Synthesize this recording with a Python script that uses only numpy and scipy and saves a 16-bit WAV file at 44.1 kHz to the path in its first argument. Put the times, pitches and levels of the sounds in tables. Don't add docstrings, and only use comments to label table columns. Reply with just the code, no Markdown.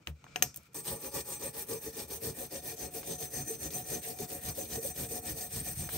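import sys
import numpy as np
from scipy import signal
from scipy.fft import rfft, irfft, next_fast_len
from scipy.io import wavfile
from scipy.ndimage import uniform_filter1d

SR = 44100
rng = np.random.default_rng(int(sys.argv[2]) if len(sys.argv) > 2 else 0)


def how_loud(loudness_db):
    steps = np.asarray(loudness_db, float) / 20
    return 10 ** steps


def file_out(sig):
    cols = np.atleast_2d(sig).T
    lim = np.clip(cols, -1, 1)
    pcm = np.round(lim * 32767).astype(np.int16)
    wavfile.write(sys.argv[1], SR, pcm)


N = 263277
SIZE = next_fast_len(N + SR)
HZ = np.fft.rfftfreq(SIZE, 1 / SR) + 1e-3
T = np.arange(N) / SR


def brush():
    force, speed, middle = hand_strokes()
    dull_db = dull_levels()
    out = hiss(force) + dull_scratch(force, speed, middle, dull_db)
    out += iron_ring(force, middle, dull_db)
    shake = force * slips(2.0, 2.4, 45)
    return out + bench_chatter(shake, middle) + bench_rumble(shake, middle)


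# starting turn t/s, force level at that turn/dB
# (first row's unused), force level at full speed/dB, bench-top chatter relative level/dB
BRUSH_STROKES = [(0.68, -58, -42.5, -0.5), (0.828, -66, -40, -1.5), (0.984, -62.5, -45.5, 0.5),
                 (1.112, -63, -40.5, -0.5), (1.238, -63, -43.5, -2), (1.389, -63, -44.5, 3),
                 (1.525, -66, -41, -5), (1.661, -66, -43, 2.6), (1.8, -62, -43.5, -3),
                 (1.917, -61.5, -43, 0.5), (2.069, -67.5, -42.5, 0), (2.195, -66, -41.5, -2.5),
                 (2.336, -61, -43.5, -0.5), (2.489, -69, -45.5, 3.5), (2.615, -60.5, -42, -3.5),
                 (2.756, -62, -45, 4), (2.898, -70.5, -43.5, -2), (3.026, -58, -45.5, 5.2),
                 (3.174, -62, -42.5, -2.5), (3.291, -60.5, -42.5, -2.5), (3.443, -59, -43.5, 1.5),
                 (3.575, -64.5, -43, 2), (3.697, -59, -41.5, -4.5), (3.837, -58, -41.5, -0.5),
                 (4.009, -63, -42, -3), (4.149, -56, -44.5, -2.5), (4.27, -66, -43.5, 0),
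                 (4.406, -56, -40.5, -8), (4.536, -62, -42.5, -2.5), (4.672, -56.5, -41, -5),
                 (4.8, -58, -40, -6), (4.928, -59.5, -41, -2.5), (5.077, -57, -41.5, -1.5),
                 (5.211, -60.5, -41, -1.5), (5.341, -56.5, -42, -4.5), (5.487, -59, -41.5, -11.5),
                 (5.625, -53.5, -41.5, -3), (5.748, -53.5, -43.5, -55.5), (5.885, -54.5, -38, -3)]
# t/s, pull (0-1), push (0-1)
FASTEST_POINT = [(.8, .55, 0.48), (1.6, 0.48, 0.38), (2.8, 0.52, 0.53), (3.7, 0.45, 0.57), (5.5, 0.5, 0.6),
                 (5.9, 0.51, .45)]


def hand_strokes():
    last_turn_s, brush_down_s = 6.02, 0.743
    hold_share = 0.58
    turn, slow_db, fast_db, _ = np.transpose(BRUSH_STROKES)
    edges = np.append(turn, last_turn_s)
    middle = (edges[1:] + edges[:-1]) / 2
    which = np.clip(np.searchsorted(edges, T) - 1, 0, len(turn) - 1)
    part = np.clip((T - edges[which]) / np.diff(edges)[which], 0, 1)
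    centre = by_direction(*np.transpose(FASTEST_POINT), middle)
    skew = np.log(0.5) / np.log(centre[which])
    speed = np.sin(np.pi * part ** skew) ** 0.53
    base_db = np.interp(T, turn[1:], slow_db[1:])
    force = how_loud(base_db + (fast_db[which] - base_db) * speed)
    force *= np.clip((T - brush_down_s) / 0.0014, 0, 1)
    for bite, *_, hold_s in TUFT_SNAGS:
        force *= 1 - hold_share * np.exp(-np.abs(T - bite) / hold_s) * (T < bite)
    return force, speed, middle


def dull_levels():
    typical_db, follows = -43, 0.56
    fast_db = np.transpose(BRUSH_STROKES)[2]
    pull_push_db = np.resize((-9.5, -6), len(fast_db))
    return pull_push_db - (1 - follows) * (fast_db - typical_db)


# f/Hz, relative level per Hz/dB
BRISTLE_COLOUR = [(900, -25), (1500, -10.5), (3000, -7.5), (5000, -4.5), (7300, -4), (8500, -4), (9800, -6),
                  (11500, -2.5), (13500, -5.5), (15500, -3)]


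def hiss(force):
    fine = slips(1.8, 1.6, 150)
    return how_loud(4.5) * force * unit(through(fine, how_loud(along(BRISTLE_COLOUR)) * (HZ > 8000)))


def dull_scratch(force, speed, middle, dull_db):
    limits = ((0, 1600), (1600, 2800), (2800, 4200), (4200, 5800), (5800, 8000))
    bands = [how_loud(along(BRISTLE_COLOUR)) * (HZ > lo) * (HZ <= hi) for lo, hi in limits]
    dull = unit(patchy(slips(2.6, 2.2, 120), bands, 2.8, 30))
    return force * how_loud(np.interp(T, middle, dull_db) + 3 - 4.5 * (1 - speed)) * dull


IRON_MODES = [727, 1850, 2390, 3617, 4317, 5200, 5587, 6150, 6390, 6870, 8250, 8350, 8650, 10780, 11955,
              12500, 13100, 15455]
# t60/s, relative level under the brush/dB, relative level under the pick/dB,
# family (1 bending, 2 middle, 3 high, 4 driven like the dull scratch)
IRON_RING = [(0.095, -1.5, -13.5, 1), (0.027, -6, -5, 4), (0.03, -7, -10, 4), (0.03, -10, -41, 4),
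             (0.025, -10, -24, 4), (0.04, -9, -10, 4), (0.061, -4.5, -16, 4), (0.062, 4, -4.5, 2),
             (0.035, -25, 5, 2), (.025, -14, -10, 2), (0.12, 12.5, -32, 3), (0.14, 9, -16, 3),
             (0.037, 9.5, 0.5, 3), (0.078, -10, -7, 3), (0.053, -24, 2, 3), (0.11, -9, -6, 3),
             (.05, -28, -16, 3), (0.072, 5, -4, 3)]
# t/s, then relative level/dB of the
PLACE_ON_SHOE = [(.8, -33, -11, -16, -1.5, -4), (1.35, -28, -8, -16, -0.5, -2),
                 (1.65, -32, -21, -7, -24, 2), (2.2, -23, -15.5, -18, -7, -4.5),
                 (2.6, -9.5, -13, -5.5, -15, -2.5), (3.1, -12, -13.5, -0.5, -10.5, -0.5),
                 (3.5, -14, -6, -5, 0.5, -7.5), (3.9, -12.5, -13.5, -3, -2, -5.5),
                 (4.4, -10.5, -13.5, -12, -7, -9), (4.8, -18, -4.5, -9, -6, -6),
                 (5.2, -14.5, -13.5, -11.5, -3, -5), (5.7, -20, -11.5, -20, -6.5, 1),
                 (5.95, -12, -15, 3, -9, 4)]


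def iron_ring(force, middle, dull_db):
    drive = force * slips(2.0, 1.8, 60)
    s, bend, mid_pull, mid_push, high_pull, high_push = np.transpose(PLACE_ON_SHOE)
    families = {1: (np.interp(middle, s, bend), 33.7),
                2: (by_direction(s, mid_pull, mid_push, middle), 25.5),
                3: (by_direction(s, high_pull, high_push, middle), 11.6),
                4: (dull_db, 20.73)}
    out = np.zeros((2, N))
    for family, (family_db, gain_db) in families.items():
        modes = [resonance([(f, width(t60), db)])
                 for f, (t60, db, _, member) in zip(IRON_MODES, IRON_RING) if member == family]
        out += patchy(drive * how_loud(np.interp(T, middle, family_db) + gain_db), modes, 2.6, 22)
    return out


# t/s, relative level/dB
NEAR_END_LEVEL = [(.75, 6), (1.5, 5.5), (2.2, -1), (2.6, -6.5), (4, -8.5), (5.97, -5)]


def bench_chatter(shake, middle):
    shake_top = shake * how_loud(np.interp(T, middle, np.transpose(BRUSH_STROKES)[3]) + 22)
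    near_end = how_loud(np.interp(T, *np.transpose(NEAR_END_LEVEL)))
    modes = bench_top()
    return patchy(shake_top, modes[:6], 3.2, 14) + through(shake_top * near_end, sum(modes[6:]))


# t/s, relative level on a pull/dB, relative level on a push/dB
BENCH_RUMBLE = [(.8, -8.5, 0), (1.7, -9.5, -5.5), (2.5, -6.5, -5.5), (3.0, -5.5, 0.5), (3.6, -6, 5),
                (4.3, -14, -1), (4.9, -15, -3), (5.4, -13.5, -5.5), (5.95, -6.5, -3)]
# t/s, relative level/dB
HAND_LEAN = [(.75, -0.5), (2.5, 7), (3.5, -2), (4.4, 10.5), (5.97, 11)]


def bench_rumble(shake, middle):
    late = np.exp(-2j * np.pi * HZ * 0.015)
    rumble_db = by_direction(*np.transpose(BENCH_RUMBLE), middle)
    shake_all = shake * how_loud(np.interp(T, middle, rumble_db) + 20)
    lean = how_loud(np.interp(T, *np.transpose(HAND_LEAN)))
    low, high = bench()
    return through(shake_all * lean, low * late) + through(shake_all, high * late)


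# bite t/s, relative level/dB,
# strongest colour f/Hz, hold t/s
TUFT_SNAGS = [(0.852, -35, 8000, 0.0076), (1.139, -46, 8000, 0.016), (1.685, -40, 6000, .015),
              (1.967, -42, 6000, 0.052), (2.103, -39, 6000, 0.0089), (2.507, -53, 6000, 0.0087),
              (2.937, -50, 5000, 0.017), (3.03, -35, 1400, 0.0055), (3.473, -40, 8000, 0.018),
              (3.705, -32.5, 6000, 0.0088), (4.187, -32, 6000, 0.018), (5.89, -29, 1500, 0.0063)]


def snags():
    out = np.zeros((2, N + SR))
    t = np.arange(SR // 10) / SR
    for s, db, knee_hz, _ in TUFT_SNAGS:
        i = int(s * SR)
        out[:, i:i + len(t)] += how_loud(db - 9) * burst(len(t), knee_hz, 3, -6) * fade(t, 0.045)
    return out[:, :N]


# t/s, relative level/dB, f/Hz (the nearest bench-top mode answers)
SHOE_KNOCKS = [(0.853, -44, 396), (1.422, -39, 444), (1.698, -34.5, 452), (1.86, -32.5, 439),
               (1.964, -39.5, 385), (2.101, -36, 452), (2.259, -48, 439), (2.403, -34.5, 517),
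               (2.941, -38, 388), (3.222, -36, 452), (3.328, -38, 420), (3.492, -28, 455),
               (4.188, -34.5, 423.5), (4.575, -31, 538), (4.774, -28, 441), (4.84, -30, 536),
               (5.003, -34, 218), (5.106, -29.5, 447)]
# t/s, relative level/dB, rise t/s
HAND_THUDS = [(1.71, -44, 0.028), (2.267, -36.5, 0.03), (3.379, -37, 0.045), (3.638, -44, 0.035),
              (3.929, -46, 0.042), (4.451, -36, 0.035), (4.988, -42, 0.05), (5.069, -37, 0.039),
              (5.286, -34, 0.04), (5.544, -31, 0.043), (5.649, -36, 0.035), (5.761, -29, 0.037),
              (5.829, -38, 0.04)]


def knocks():
    thuds = sum(shove(s, db + 13, rise_s) for s, db, rise_s in HAND_THUDS)
    out = through(thuds, sum(bench()) / (1 + (HZ / 190) ** 4))
    nearest = [np.argmin(np.abs(np.array(BENCH_TOP_MODES) - hz)) for _, _, hz in SHOE_KNOCKS]
    modes = bench_top()
    for k in set(nearest):
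        mode_db = BENCH_TOP_RING[k][1]
        pushes = sum(shove(s, db + 21.5 - mode_db, 0.011)
                     for (s, db, _), j in zip(SHOE_KNOCKS, nearest) if j == k)
        out += through(pushes, modes[k])
    return out


def shove(s, db, rise_s):
    return how_loud(db) * np.exp(-((T - s - rise_s) / rise_s) ** 2) * rng.standard_normal((2, N))


# t/s, level/dB, bench sway re that/dB, ring re that/dB,
# strongest colour f/Hz, treble tilt of the crack/dB per octave
PICK_CHIPS = [(0.0718, -22, -16, -17.5, 1950, -10.5), (0.2414, -35, -44, -10.5, 1230, -16.5),
              (0.266, -39, -31, -19, 1200, -21), (0.3592, -16, -58, -3.5, 2500, -18),
              (0.4235, -8.5, -39.5, -8, 2300, -4.5), (0.543, -37.5, -33, -16, 2500, -2),
              (0.56, -20, -46, -34, 9100, 9), (0.572, -27.5, -50, -31, 9000, 1),
              (0.6327, -50, -29, -37, 9000, -16), (0.733, -46, -41, -17, 9000, -5)]


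def pick():
    sway_hz, sway_peak_s = 74.9, 0.032
    out, blows = np.zeros((2, N)), np.zeros((2, N))
    t = np.arange(SR // 5) / SR
    swell = (t / sway_peak_s * np.exp(1 - t / sway_peak_s)) ** 2
    sway = swell * (np.sin(2 * np.pi * sway_hz * t) - 0.33 * np.cos(4 * np.pi * sway_hz * t))
    for s, db, sway_db, ring_db, knee_hz, tilt_db in PICK_CHIPS:
        i = int(s * SR)
        crack = burst(len(t), knee_hz, 20, tilt_db) * np.minimum(t / 0.0008, 1) * fade(t, 0.009)
        crumble = burst(len(t), knee_hz, 4, tilt_db - 6) * fade(t, 0.06)
        out[:, i:i + len(t)] += how_loud(db) * (crack + how_loud(-22.5) * crumble + how_loud(sway_db) * sway)
        rattle = burst(len(t), 5600, 40, -18) * fade(t, 0.26)
        out[:, i:i + len(t)] += how_loud(db + ring_db + tilt_db - 17) * rattle
        push_samples = np.clip(0.3 - 0.15 * tilt_db, 0.3, 8)
        push = (t[:64] + 1 / SR) * np.exp(-t[:64] * SR / push_samples)
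        blows[:, i:i + 64] += how_loud(db + ring_db) * push / push.sum()
    iron = [(f, width(t60), db + 20 * np.log10(SR / 2 / np.pi / width(t60)))
            for f, (t60, _, db, _) in zip(IRON_MODES, IRON_RING)]
    return out + through(blows, resonance(iron) + how_loud(27) * sum(bench_top()))


# t/s, grit level/dB, bench murmur level/dB
POINT_DRAG = [(0, -82, -62), (.025, -64, -62), (.06, -71, -74), (0.083, -64, -38.5), (.14, -79, -64),
              (.2, -66, -66), (.25, -65.5, -59), (.33, -60, -56.5), (.46, -62, -47), (.53, -68, -61.5),
              (.58, -69, -58.5), (.66, -62.5, -66), (.7, -73.5, -65), (.74, -69, -64)]
# start t/s, length t/s, level/dB
GRIT_SPILLS = [(0.071, 0.032, -57), (0.35, .11, -64), (.548, .035, -61), (.59, 0.087, -70),
               (0.73, .03, -75)]


def scratch():
    s, grit_db, bench_db = np.transpose(POINT_DRAG)
    spill = sum(how_loud(db) * ((T > start) & (T < start + length)) for start, length, db in GRIT_SPILLS)
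    spill = how_loud(-80.5) + uniform_filter1d(spill, int(0.02 * SR))
    grit = slips(1.6, 1.8, 80)
    below = 1 / (1 + (HZ / 8200) ** 12)
    body = unit(through(grit, below * resonance([(1360, 130, 5), (2355, 180, 7), (5600, 9900, -7)])))
    fine = unit(through(grit, 1 - below))
    murmur = unit(through(slips(0.63, 3.2, 28), sum(bench()) + how_loud(-13) * sum(bench_top())))
    return how_loud(np.interp(T, s, grit_db)) * body + spill * fine + how_loud(np.interp(T, s, bench_db)) * murmur


BENCH_TOP_MODES = [235, 308, 400, 452, 545, 660, 839, 965, 1145]
# width f/Hz, relative level/dB
BENCH_TOP_RING = [(42.7, -13), (40.5, -5.5), (38.5, -6.5), (24.5, 1.5), (32.4, -1.5), (29.8, -11.5),
                  (35.2, -8), (45, -14.5), (46.296, -15.5)]


def bench_top():
    return [resonance([(f, *row)]) / (1 + (HZ / f / 1.34) ** 4)
            for f, row in zip(BENCH_TOP_MODES, BENCH_TOP_RING)]


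# f/Hz, width f/Hz, relative level/dB
WHOLE_BENCH = [(74, 26, 0), (133, 38, 2)]


def bench():
    return [resonance([mode]) / (1 + (48 / HZ) ** 2) for mode in WHOLE_BENCH]


def slips(rough_db, flutter_db, rate):
    size = how_loud(rough_db * rng.exponential(size=(2, N)) + flutter_db * wander(rate))
    return unit(rng.standard_normal((2, N)) * size)


def wander(rate):
    k = int(SR / rate)
    return uniform_filter1d(np.repeat(rng.standard_normal(N // k + 1), k)[:N], k)


def patchy(x, responses, patchy_db, rate):
    total = sum(rfft(x * how_loud(patchy_db * wander(rate)), SIZE) * response for response in responses)
    return irfft(total, SIZE)[:, :N]


def burst(length, knee_hz, rise_db, tilt_db):
    octave = np.log2(np.fft.rfftfreq(length, 1 / SR) / knee_hz + 1e-3)
    colour = how_loud(tilt_db * np.maximum(octave, 0) + rise_db * np.minimum(octave, 0))
    return unit(irfft(rfft(rng.standard_normal((2, length))) * colour, length))


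def fade(t, t60):
    return 1000.0 ** (-t / t60)


def width(t60):
    return np.log(1000) / np.pi / t60


def resonance(modes, sign=-1):
    total = 0
    for k, (f, w, db) in enumerate(modes):
        total = total + sign ** k * how_loud(db) * 1j * HZ * w / (f * f - HZ ** 2 + 1j * HZ * w)
    return total


def along(table):
    hz, value = np.transpose(table)
    return np.interp(np.log(HZ), np.log(hz), value)


def through(x, response):
    return irfft(rfft(x, SIZE) * response, SIZE)[..., :N]


def unit(x):
    return x / np.sqrt(np.mean(x ** 2))


def by_direction(s, pull, push, at):
    return np.where(np.arange(len(at)) % 2, np.interp(at, s, push), np.interp(at, s, pull))


def workshop():
    t = np.arange(SR // 3) / SR
    tail = rng.standard_normal(len(t)) * fade(t, 0.14) * (t > 0.004)
    tail = tail / np.sqrt(np.sum(tail ** 2))
    return 1 + how_loud(-18) * rfft(tail, SIZE) * resonance([(2500, 11500, 0.0074)])


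# f/Hz, likeness setting (1 = fully shared)
PORT_LIKENESS = [(60, 1), (290, 0.85), (640, 0.13), (1400, 0.12), (3100, 0.074), (6000, 0.073), (7400, 0.5),
                 (8200, 1)]
# f/Hz, left minus right level/dB
PORT_BALANCE = [(60, 2.5), (110, 0), (200, -0.5), (380, 1.5), (700, 4.5), (1290, -0.5), (2380, 3.5),
                (4400, 4), (8120, 1.5), (15000, -0.5)]
# f/Hz, lead in cycles (negative: the left leads)
PORT_LEAD = [(6400, 0), (7100, -.25), (8330, 0), (10200, .5), (12000, 1), (13830, 1.5), (15600, 2)]


def two_ports(near):
    shared, own = rfft(near, SIZE) * workshop()
    like = np.clip(along(PORT_LIKENESS), 0, 1)
    own = 1j * (0.11 * shared + 0.8 * own) * np.sqrt((1 - like) / 2)
    shared = shared * np.sqrt((1 + like) / 2)
    lead = np.interp(HZ, *np.transpose(PORT_LEAD))
    turn = how_loud(along(PORT_BALANCE) / 2) * np.exp(-1j * np.pi * lead)
    return irfft(np.array([(shared + own) * turn, (shared - own) / turn]), SIZE)[:, :N]


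def scene():
    return two_ports(brush() + snags() + knocks() + pick() + scratch())


def low_pass(x):
    return signal.sosfilt(signal.butter(12, 17130, fs=SR, output="sos"), x)


def record(dry):
    steep = signal.ellip(12, 0.2, 70, 15700, fs=SR, output="sos")
    mix = signal.sosfilt(steep, dry)
    return low_pass(mix)


dry = scene()
out = record(dry)
file_out(out)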